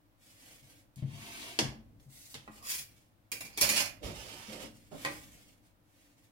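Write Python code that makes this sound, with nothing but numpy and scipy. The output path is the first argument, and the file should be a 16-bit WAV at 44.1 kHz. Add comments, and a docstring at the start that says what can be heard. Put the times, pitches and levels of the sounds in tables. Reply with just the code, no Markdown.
"""A small, bare room, at a paper-covered drawing board; a stereo pair stands far enough off that
reflections outweigh the direct sound. Hands brush the sheet and the board thuds and rumbles under them.
A large plastic set square slides and clacks down; a small one is swept off the paper, tapped down and
shoved aside. A wooden ruler is pushed in and knocks against the large square. Friction and sharp
contacts set each tool ringing at its own resonances."""
import sys
import numpy as np
from scipy import signal
from scipy.fft import rfft, irfft, next_fast_len
from scipy.io import wavfile
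from scipy.ndimage import map_coordinates

SR = 44100
rng = np.random.default_rng(int(sys.argv[2]) if len(sys.argv) > 2 else 0)


def wav_record(signal):
    """Record a signal, one row per channel, as 16-bit PCM in the file named by sys.argv[1]."""
    frames = np.transpose(np.atleast_2d(signal))
    bounded = np.clip(frames, -1, 1)
    # unit amplitude maps onto the largest positive 16-bit level
    quanta = np.round(bounded * 32767).astype(np.int16)
    wavfile.write(sys.argv[1], SR, quanta)


N = 278271
TIME = np.arange(N) / SR

# Strokes on the paper. Each row: start, time speeding up and time slowing down in seconds,
# relative level in dB.
HAND_BRUSHES = [(0.16, .12, 0.38, -63.5), (0.33, 0.14, 0.18, -59.5), (0.56, .15, 0.15, -63.5),
                (2.38, 0.074, 0.094, -70), (2.49, 0.08, 0.043, -57.5), (2.8, 0.075, .28, -70),
                (4.64, .12, 0.4, -68.5), (4.89, 0.16, 0.27, -53.5), (5.14, 0.19, 0.3, -62),
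                (5.6, 0.052, 0.083, -73.5), (5.8, 0.24, 0.14, -69.5), (6.13, 0.068, 0.12, -70.5)]  # hands, sleeves and tools brushing lightly
LARGE_GLIDES = [(0.96, 0.017, 0.075, -63), (0.99, 0.43, 0.25, -47)]  # the large set square, nudged and then gliding
SMALL_SKIMS = [(1.99, .012, 0.11, -71.5), (2.07, .11, .24, -57.5), (2.25, 0.072, .05, -60)]  # the small set square, drawn lightly off the drawing
SMALL_CATCH = [(2.58, 0.064, 0.036, -54)]  # its edge gives a brief, low groan as it catches the sheet
SMALL_SWEEP = [(2.595, 0.13, 0.13, -36)]  # it is swept over the edge of the sheet
SMALL_SHOVES = [(3.43, .16, .04, -51), (3.595, .021, 0.13, -25.5), (3.68, 0.016, .05, -28.5),
                (3.66, 0.094, .18, -25.5)]  # it is shoved aside in jerks
SMALL_SQUEAK = [(3.51, .065, .02, -58)]  # its edge starts to slip
# The ruler pushed across the board. Each row: start, time speeding up and time slowing down in seconds,
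# relative levels of the hiss and of the wood's groan in dB.
RULER_PUSHES = [(4.002, 0.0092, .04, -70, -50), (4.02, 0.024, .12, -49, -43), (4.08, 0.13, 0.44, -51, -56),
                (4.44, 0.086, .13, -53, -51), (4.585, 0.018, 0.094, -50.5, -53.5),
                (4.91, 0.0081, 0.058, -61.5, -41.5), (4.93, 0.14, .04, -55, -73)]

# Soft blows on the board. Each row: start in seconds, relative peak in dB, pitch the contact favours
# in Hz, left over right in dB.
BOARD_THUDS = [(0.62, -54, 135, 5), (0.965, -37.5, 154, 6), (1.021, -25, 144, 6), (1.122, -35.5, 123, 7),
               (1.211, -46.5, 233, 5), (1.593, -29.5, 284, 4), (1.624, -30.5, 140.6, 6),
               (1.671, -39.5, 62, 0), (1.745, -45.5, 230, 1.5), (2.059, -45, 131, 4.5),
               (2.351, -45.5, 121.5, 6), (2.475, -46.5, 233, 3), (2.78, -53, 148, 3), (3.43, -49.5, 180, 0),
               (3.614, -34.5, 181, -1.5), (3.62, -39, 62, -2), (3.695, -40, 225, 0), (4.037, -33.5, 62, -6),
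               (4.085, -45, 110, -6), (4.17, -44, 60, -6), (4.477, -40, 222, 0), (4.637, -40.5, 308, 2),
               (5.054, -45.5, 135, 2)]
# Tools landing. Each row: start in seconds, relative level in dB, brightness in dB per octave,
# left over right in dB, seconds for the chatter to fall 60 dB.
SQUARE_CLACKS = [(0.959, -53, 11.5, 0, .08), (1.024, -42.5, -7.5, -2.5, 0.088),
                 (1.5893, -20, 0.46, -0.5, 0.0081), (1.5915, -22, -0.9, -2, 0.012),
                 (1.999, -64.5, -1.5, -3, .04), (2.343, -38.5, 2, 2, 0.059), (2.352, -43, -1.5, -9, 0.061)]
SMALL_TAPS = [(3.3174, -29, 0.35, -3, 0.071), (3.4072, -35, -0.7, -1.5, 0.058),
              (3.4504, -42.5, -1, -4, 0.11), (3.5753, -27.5, -0.8, -0.5, 0.13), (3.609, -26, 4.5, -3, 0.03),
              (3.6127, -18, 0.4, -4.5, 0.01), (3.6175, -21.5, 2, -3, 0.036),
              (3.690, -21.5, 1.5, -4.5, 0.057), (3.698, -26.5, -0.2, -7, 0.028)]
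RULER_KNOCKS = [(2.477, -45.5, -6, -1, 0.045), (4.637, -49, -9.5, 12, 0.055),
                (5.0495, -29.5, -0.3, -1.5, 0.017), (5.060, -35, 0, 1.5, 0.033),
                (5.074, -39.5, -6, -3.5, 0.028)]

# The board's modes. Each row: frequency in Hz, relative level in dB, seconds to fall 60 dB.
BOARD_MODES = [(59, -4, 0.21), (103.5, 3, 0.3), (136.4, 5, 0.28), (165.9, -3.5, 0.22), (221.1, -0.5, 0.42),
               (294, -6, 0.25)]
# The tools' resonances. Each row: frequency in Hz, width in Hz, relative level in dB.
LARGE_MODES = [(670, 58, -0.5), (2206, 180, -7), (3100, 350, -0.5), (3430, 140, -0.5), (4530, 180, -6),
               (4700, 150, -6), (6640, 200, -1.5)]
SMALL_FREE_MODES = [(786, 50, -6.5), (1007, 60, -2), (1600, 70, -7.5), (1950, 80, -3.5), (2380, 130, 0.5),
                    (2740, 70, -3), (3280, 72, -1.5), (4700, 200, -3), (5430, 140, -1.5), (6640, 120, -5.5),
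                    (7000, 80, -2.5), (9200, 280, -6.5), (9800, 200, -5.5), (11000, 880, -5.5)]  # the small square lying free
SMALL_PRESSED_MODES = [(590, 33, -1), (2030, 90, -3), (2450, 120, -6.5), (2460, 90, -1), (2870, 94, -1.5),
                       (4130, 64, -3), (4800, 260, -9.5), (5360, 260, -2), (6720, 200, -1),
                       (8400, 120, -5.5), (8900, 160, -4), (10600, 400, -5.5)]  # the same square pressed down
RULER_MODES = [(304, 29, 7), (556, 34, 6.5), (823, 53, 4.5), (1055, 56, 4.5), (1190, 24, 8.5),
               (1920, 70, 5.5), (1880, 100, -3), (2525, 130, 3.5)]

# Broad colour of the still room and of each contact. Each row: frequency in Hz, relative level in dB.
AIR_COLOUR = [(20, -18), (50, -7), (62, -17.5), (80, -18.5), (101, -1), (130, -13.5), (180, -15.5),
              (240, -17), (305, -8.5), (400, -27), (530, -18.5), (900, -23), (7700, -39.5), (16000, -35.5)]
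BRUSH_COLOUR = [(180, -27.5), (300, 0.5), (366, -25), (462, -5), (634, -13), (978, -16), (1210, -17),
                (2250, -8), (3580, -12), (9240, -13), (16000, -18.5)]
RUMBLE_COLOUR = [(25, -5.5), (58, 8), (80, -7), (103, 8), (135, 1.5), (175, -2.5), (230, -0.5), (290, -1),
                 (380, -15.5), (600, -13), (900, -42)]
GLIDE_COLOUR = [(150, -30.5), (250, -1), (566, -17.5), (686, -2.5), (775, -15), (1060, -7.5), (1350, -16.5),
                (2200, -5), (3120, -7), (7980, -16), (9330, -14.5), (16000, -23)]
CLACK_COLOUR = [(90, -32), (150, -9), (280, -0.5), (400, -8.5), (560, -9), (1100, -11.5), (1500, -11),
                (2000, -6.5), (3200, -6.5), (5000, -10), (7000, -14.5), (11000, -21), (16000, -40)]
SKIM_COLOUR = [(350, -54), (600, -12), (634, -10), (1190, -18), (1930, -5), (2870, -7.5), (5790, -2),
               (11200, -3.5), (16000, -9)]
CATCH_COLOUR = [(180, -69), (300, -38), (533, -10), (828, -15.5), (895, -21), (1120, -2), (1600, -32),
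                (2080, -54.5), (3520, -120)]
SWEEP_COLOUR = [(180, -43), (300, -21), (667, -17), (856, -20.5), (1230, -15.5), (1360, -15.5), (2320, -7),
                (2880, -8.5), (5340, -5.5), (9880, -6.5), (16000, -8)]
TAP_COLOUR = [(80, -34), (150, -7), (400, -8), (700, -9.5), (1040, -12.5), (1420, -11.5), (2310, -3),
              (2980, -10.5), (4600, -6.5), (9000, -8), (16000, -11)]
SHOVE_COLOUR = [(88, -32.5), (150, -6.5), (240, -7), (422, -14.5), (589, -4), (689, -5), (1240, -11),
                (2400, -1.5), (3920, -8.5), (4320, -1.5), (7770, -8.5), (11500, -9.5), (16000, -18.5)]
KNOCK_COLOUR = [(80, -44), (150, -15.5), (315, -11.5), (560, -9), (850, -9.5), (1400, -4), (2400, -7),
                (3200, -10), (5500, -14), (10600, -21), (16000, -32)]
PUSH_COLOUR = [(410, -32), (700, -5.5), (1230, -8.5), (1310, -5), (1480, -8), (3030, -1.5), (3840, -7.5),
               (4990, -5.5), (10800, -14), (16000, -22)]
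GROAN_COLOUR = [(80, -21), (140, -1.5), (222, -0.5), (300, -6), (360, -2.5), (470, -5), (590, -2),
                (800, -15.5), (1200, -18.5), (2400, -47)]

# How alike the room sounds at the two microphones. Each row: frequency in Hz, correlation from -1 to 1.
MIC_LIKENESS = [(30, .35), (60, 0.64), (130, 0.68), (300, 0.77), (650, 0.22), (1300, -0.2), (3000, -0.04),
                (15000, -0.062)]
# The side the room favours. Each row: frequency in Hz, left over right in dB.
ROOM_LEAN = [(50, 3.5), (130, 5), (300, 2), (650, -2.5), (1400, -1.5), (4000, 0.7), (15000, 0.47)]
# The tail off the walls. Each row: frequency in Hz, seconds to fall 60 dB.
ROOM_DECAY = [(100, 0.42), (300, .38), (1000, 0.41), (3000, 0.32), (8000, 0.26), (15000, 0.33)]


def amp(db):
    """Decibels to gain."""
    return 10 ** (np.asarray(db) / 20)


def unit(x):
    """Scaled to rms 1."""
    return x / np.sqrt(np.mean(x ** 2) + 1e-20)


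def along(points, hz):
    """(Hz, value) points read on a log frequency axis."""
    point_hz, values = np.transpose(points)
    return np.interp(np.log(hz + 1), np.log(point_hz + 1), values)


def wobble(rate):
    """A smooth random curve, rate knots a second."""
    return map_coordinates(rng.standard_normal(int(N * rate / SR) + 4), [TIME * rate])


def filtered(x, response):
    """x shaped by a gain that depends on frequency."""
    n = x.shape[-1]
    padded = next_fast_len(n + SR // 4)
    return irfft(rfft(x, padded) * response(np.fft.rfftfreq(padded, 1 / SR)), padded)[..., :n]


def panned(pair, pan_db):
    """Favours the left microphone over the right by pan_db."""
    return pair * amp([[pan_db / 2], [-pan_db / 2]])


def add(track, start_s, sound):
    """Mixes a sound in at start_s."""
    part = track[:, max(round(start_s * SR), 0):][:, :sound.shape[-1]]
    part += sound[..., :part.shape[1]]


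def diffuse(size):
    """Noise reaching the microphones from all around: alike in the bass, unrelated in the treble."""
    def mid_side_gains(hz):
        angle = np.arccos(np.clip(along(MIC_LIKENESS, hz), -1, 1)) / 2
        return np.array([np.cos(angle), np.sin(angle)])

    mid, side = filtered(rng.standard_normal((2, size)), mid_side_gains)
    pair = np.array([mid + side, mid - side])
    return filtered(pair, lambda hz: amp(np.outer([.5, -.5], along(ROOM_LEAN, hz))))


def room(direct_db, pan_db, early_db=1, early_t60=0.039):
    """Path from board to microphones: direct sound, desk reflections and the walls' tail."""
    hz, t, spectra = signal.stft(diffuse(SR * 2 // 3), SR, nperseg=256)
    t60 = along(ROOM_DECAY, hz)[:, None]
    fade = amp(-60 * t / t60) + amp(early_db - 60 * t / early_t60)
    path = signal.istft(spectra * fade / np.linalg.norm(fade, axis=1, keepdims=True), SR, nperseg=256)[1]
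    path /= np.linalg.norm(path[0])
    path[0, 10] += amp(direct_db)  # the sound reaches the right microphone first
    path[1, 0] += amp(direct_db)
    return panned(path / np.linalg.norm(path[0]), pan_db)


def body(colour, modes=(), ring_db=0, tilt_db=0, size=8192):
    """An object's impulse response, energy 1: a broad colour with resonances standing out of it."""
    hz = np.fft.rfftfreq(size, 1 / SR)
    peaks = sum(amp(db + ring_db) ** 2 / (1 + (2 * (hz - f) / width) ** 2) for f, width, db in modes)
    gain = amp(along(colour, hz) + tilt_db * np.log2(np.maximum(hz, 400))) * np.sqrt(1 + peaks)
    # minimum phase: nothing rings before the contact
    cepstrum = irfft(np.log(np.maximum(gain / gain.max(), 1e-6)))
    cepstrum[1:size // 2] *= 2
    cepstrum[size // 2 + 1:] = 0
    response = irfft(np.exp(rfft(cepstrum)))
    return response / np.linalg.norm(response)


def still_air():
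    """Faint room tone, all around the microphones."""
    return amp(-68.5) * unit(filtered(diffuse(N), lambda hz: amp(along(AIR_COLOUR, hz))))


def stroke(rows, steep=1.9, level_column=0):
    """Gain per sample: each stroke speeds up and slows to rest; friction grows as speed ** steep."""
    power = np.zeros(N)
    for start, rise_s, fall_s, *levels_db in rows:
        t = TIME - start
        ramp = np.clip(np.minimum(t / rise_s, 1 - (t - rise_s) / fall_s), 0, 1)
        speed = np.sin(np.pi / 2 * ramp)
        power += (amp(levels_db[level_column]) * speed ** steep) ** 2
    return np.sqrt(power)


def rub(level, response, pan_db, grain_db, judder_db,
        drift_hz=5, brighten=.2, edge_hz=7000, catches_per_s=900, path_count=3):
    """Friction: a hiss of paper fibres and sparse larger catches, under an unsteady hand, shake a body."""
    grains = (rng.random(N) < catches_per_s / SR) * rng.standard_normal(N)
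    force = unit(rng.standard_normal(N) + amp(grain_db) * unit(grains))
    force *= unit(amp(judder_db * wobble(70)))
    dull = filtered(force, lambda hz: 1 / (1 + (hz / edge_hz) ** 4))
    force = dull + (force - dull) * (level / level.max()) ** brighten  # a slower stroke is duller
    sound = signal.fftconvolve(level * force, response)[:N]
    # as the contact travels, its reflections change: the sound drifts between several paths
    shares = np.array([wobble(drift_hz) for _ in range(path_count)])
    shares /= np.linalg.norm(shares, axis=0)
    heard = np.zeros((2, N))
    for share in shares:
        path = room(direct_db=-13.5, pan_db=pan_db, early_db=6.5, early_t60=0.093)
        heard += signal.fftconvolve((share * sound)[None], path, axes=1)[:, :N]
    return heard


def hands():
    """Skin, cloth and lightly nudged plastic brush the sheet with a soft, even hiss."""
    return amp(3.5) * rub(stroke(HAND_BRUSHES, steep=1.4), body(BRUSH_COLOUR),
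                          pan_db=-1.4, grain_db=-2, judder_db=2, drift_hz=14, brighten=.02, path_count=4)


def rumble(contacts, low_hz=200, high_hz=1500, linger_s=.08, rumble_db=-58.5, shake_db=-51):
    """Whatever slides or lands on the board shakes it into a low rumble that lingers a moment."""
    shake = filtered(contacts.mean(axis=0),
                     lambda hz: 1 / (1 + (hz / high_hz) ** 4) - 1 / (1 + (hz / low_hz) ** 4))
    hold = np.exp(-1 / (linger_s * SR))
    shake_rms = np.sqrt(signal.lfilter([1 - hold], [1, -hold], shake ** 2))
    level = amp(rumble_db) * (shake_rms / amp(shake_db)) ** 0.5  # half a dB for each dB of shaking
    noise = unit(filtered(diffuse(N), lambda hz: amp(along(RUMBLE_COLOUR, hz))))
    return level * panned(noise, pan_db=-2.5)


def board(swell_s=0.0063, reach_octaves=0.33):
    """Each soft blow swells the board's modes near its own pitch into a thud."""
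    thuds, t = np.zeros((2, N)), np.arange(SR * 2 // 3) / SR
    for start, db, blow_hz, pan_db in BOARD_THUDS:
        ring = 0
        for hz, mode_db, t60 in BOARD_MODES:
            share = 1 / (1 + (np.log2(hz / blow_hz) / reach_octaves) ** 2)
            pitch_hz = hz * (1 + rng.normal(0, 0.016))  # the hands load the board differently each time
            ring += share * amp(mode_db - 60 * t / t60) * np.sin(2 * np.pi * pitch_hz * t)
        ring *= 1 - np.exp(-(t / swell_s) ** 2)
        add(thuds, start, amp(db) * panned(ring / np.abs(ring).max(), pan_db))
    return amp(-3.5) * thuds


def strikes(rows, colour, modes, ring_db, chatter_db, direct_db):
    """A flat tool lands: one sharp contact, then its face chatters briefly against the surface."""
    track, t = np.zeros((2, N)), np.arange(SR // 6) / SR
    for start, db, tilt_db, pan_db, chatter_t60 in rows:
        chatter = rng.standard_normal(len(t)) * amp(-60 * t / chatter_t60)
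        force = amp(chatter_db) * chatter / np.linalg.norm(chatter)
        force[0] += 1  # the sharp contact
        ring = signal.fftconvolve(force, body(colour, modes, ring_db, tilt_db))
        heard = signal.fftconvolve(ring[None], room(direct_db, pan_db=0), axes=1)
        add(track, start, amp(db) * panned(heard / np.linalg.norm(heard), pan_db))
    return track


def large_square():
    """The large set square glides over the paper near centre; the plastic drops flat with a clack."""
    glide = rub(stroke(LARGE_GLIDES, steep=1.65), body(GLIDE_COLOUR, LARGE_MODES, ring_db=-8),
                pan_db=0.44, grain_db=-9, judder_db=-0.5, drift_hz=11, brighten=.1, path_count=4)
    clacks = strikes(SQUARE_CLACKS, CLACK_COLOUR, LARGE_MODES,
                     ring_db=1.5, chatter_db=-1.5, direct_db=-6.5)
    return amp(2) * glide + amp(26.5) * clacks


def small_square():
    """The small set square skims, catches, scrapes and rings, is tapped down, then shoved on the right."""
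    skim = rub(stroke(SMALL_SKIMS, steep=1.16), body(SKIM_COLOUR),
               pan_db=-0.8, grain_db=-0.5, judder_db=2, drift_hz=10, brighten=.05)
    catch = rub(stroke(SMALL_CATCH), body(CATCH_COLOUR),
                pan_db=1, grain_db=1.5, judder_db=0, path_count=1)
    sweep = rub(stroke(SMALL_SWEEP, steep=2.16), body(SWEEP_COLOUR, SMALL_FREE_MODES, ring_db=6.5),
                pan_db=-0.8, grain_db=4.5, judder_db=2.5, drift_hz=8, brighten=.05)
    shove = rub(stroke(SMALL_SHOVES, steep=2.96), body(SHOVE_COLOUR, SMALL_PRESSED_MODES, ring_db=3),
                pan_db=-6.5, grain_db=2, judder_db=4, drift_hz=11, brighten=.25, catches_per_s=390)
    taps = strikes(SMALL_TAPS, TAP_COLOUR, SMALL_FREE_MODES, ring_db=9, chatter_db=4, direct_db=-10.5)
    return amp(3.5) * skim + amp(-2) * catch + amp(3.5) * sweep + amp(0.5) * shove + amp(28.5) * taps


def ruler():
    """The wood hisses and groans over the board, right of centre, and knocks against the set square."""
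    hiss = rub(stroke(RULER_PUSHES, steep=1.13), body(PUSH_COLOUR),
               pan_db=-6, grain_db=-4, judder_db=1.5, drift_hz=9, brighten=.1)
    groan = rub(stroke(RULER_PUSHES, steep=1.45, level_column=1), body(GROAN_COLOUR),
                pan_db=-4.5, grain_db=4, judder_db=1, drift_hz=14, path_count=4)
    knocks = strikes(RULER_KNOCKS, KNOCK_COLOUR, RULER_MODES, ring_db=6.5, chatter_db=0.5, direct_db=-4)
    return amp(3) * hiss + amp(1) * groan + amp(31) * knocks


def squeak(pitch_hz=4800, width_hz=90):
    """Uneven slips of the small square's edge faintly excite one narrow resonance of the plastic."""
    ring = filtered(diffuse(N), lambda hz: 1 / (1 + ((hz - pitch_hz) / width_hz) ** 2))
    return stroke(SMALL_SQUEAK) * panned(unit(ring), pan_db=-2)


def scene():
    """The drawing board and the room, as heard at the microphones."""
    contacts = hands() + large_square() + small_square() + squeak() + ruler() + board()
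    return contacts + rumble(contacts) + still_air()


def record(dry, top_hz=16000):
    """The recorder keeps nothing above its band limit."""
    return filtered(dry, lambda hz: 1 / np.sqrt(1 + (hz / top_hz) ** 200))


dry = scene()
out = record(dry)
wav_record(out)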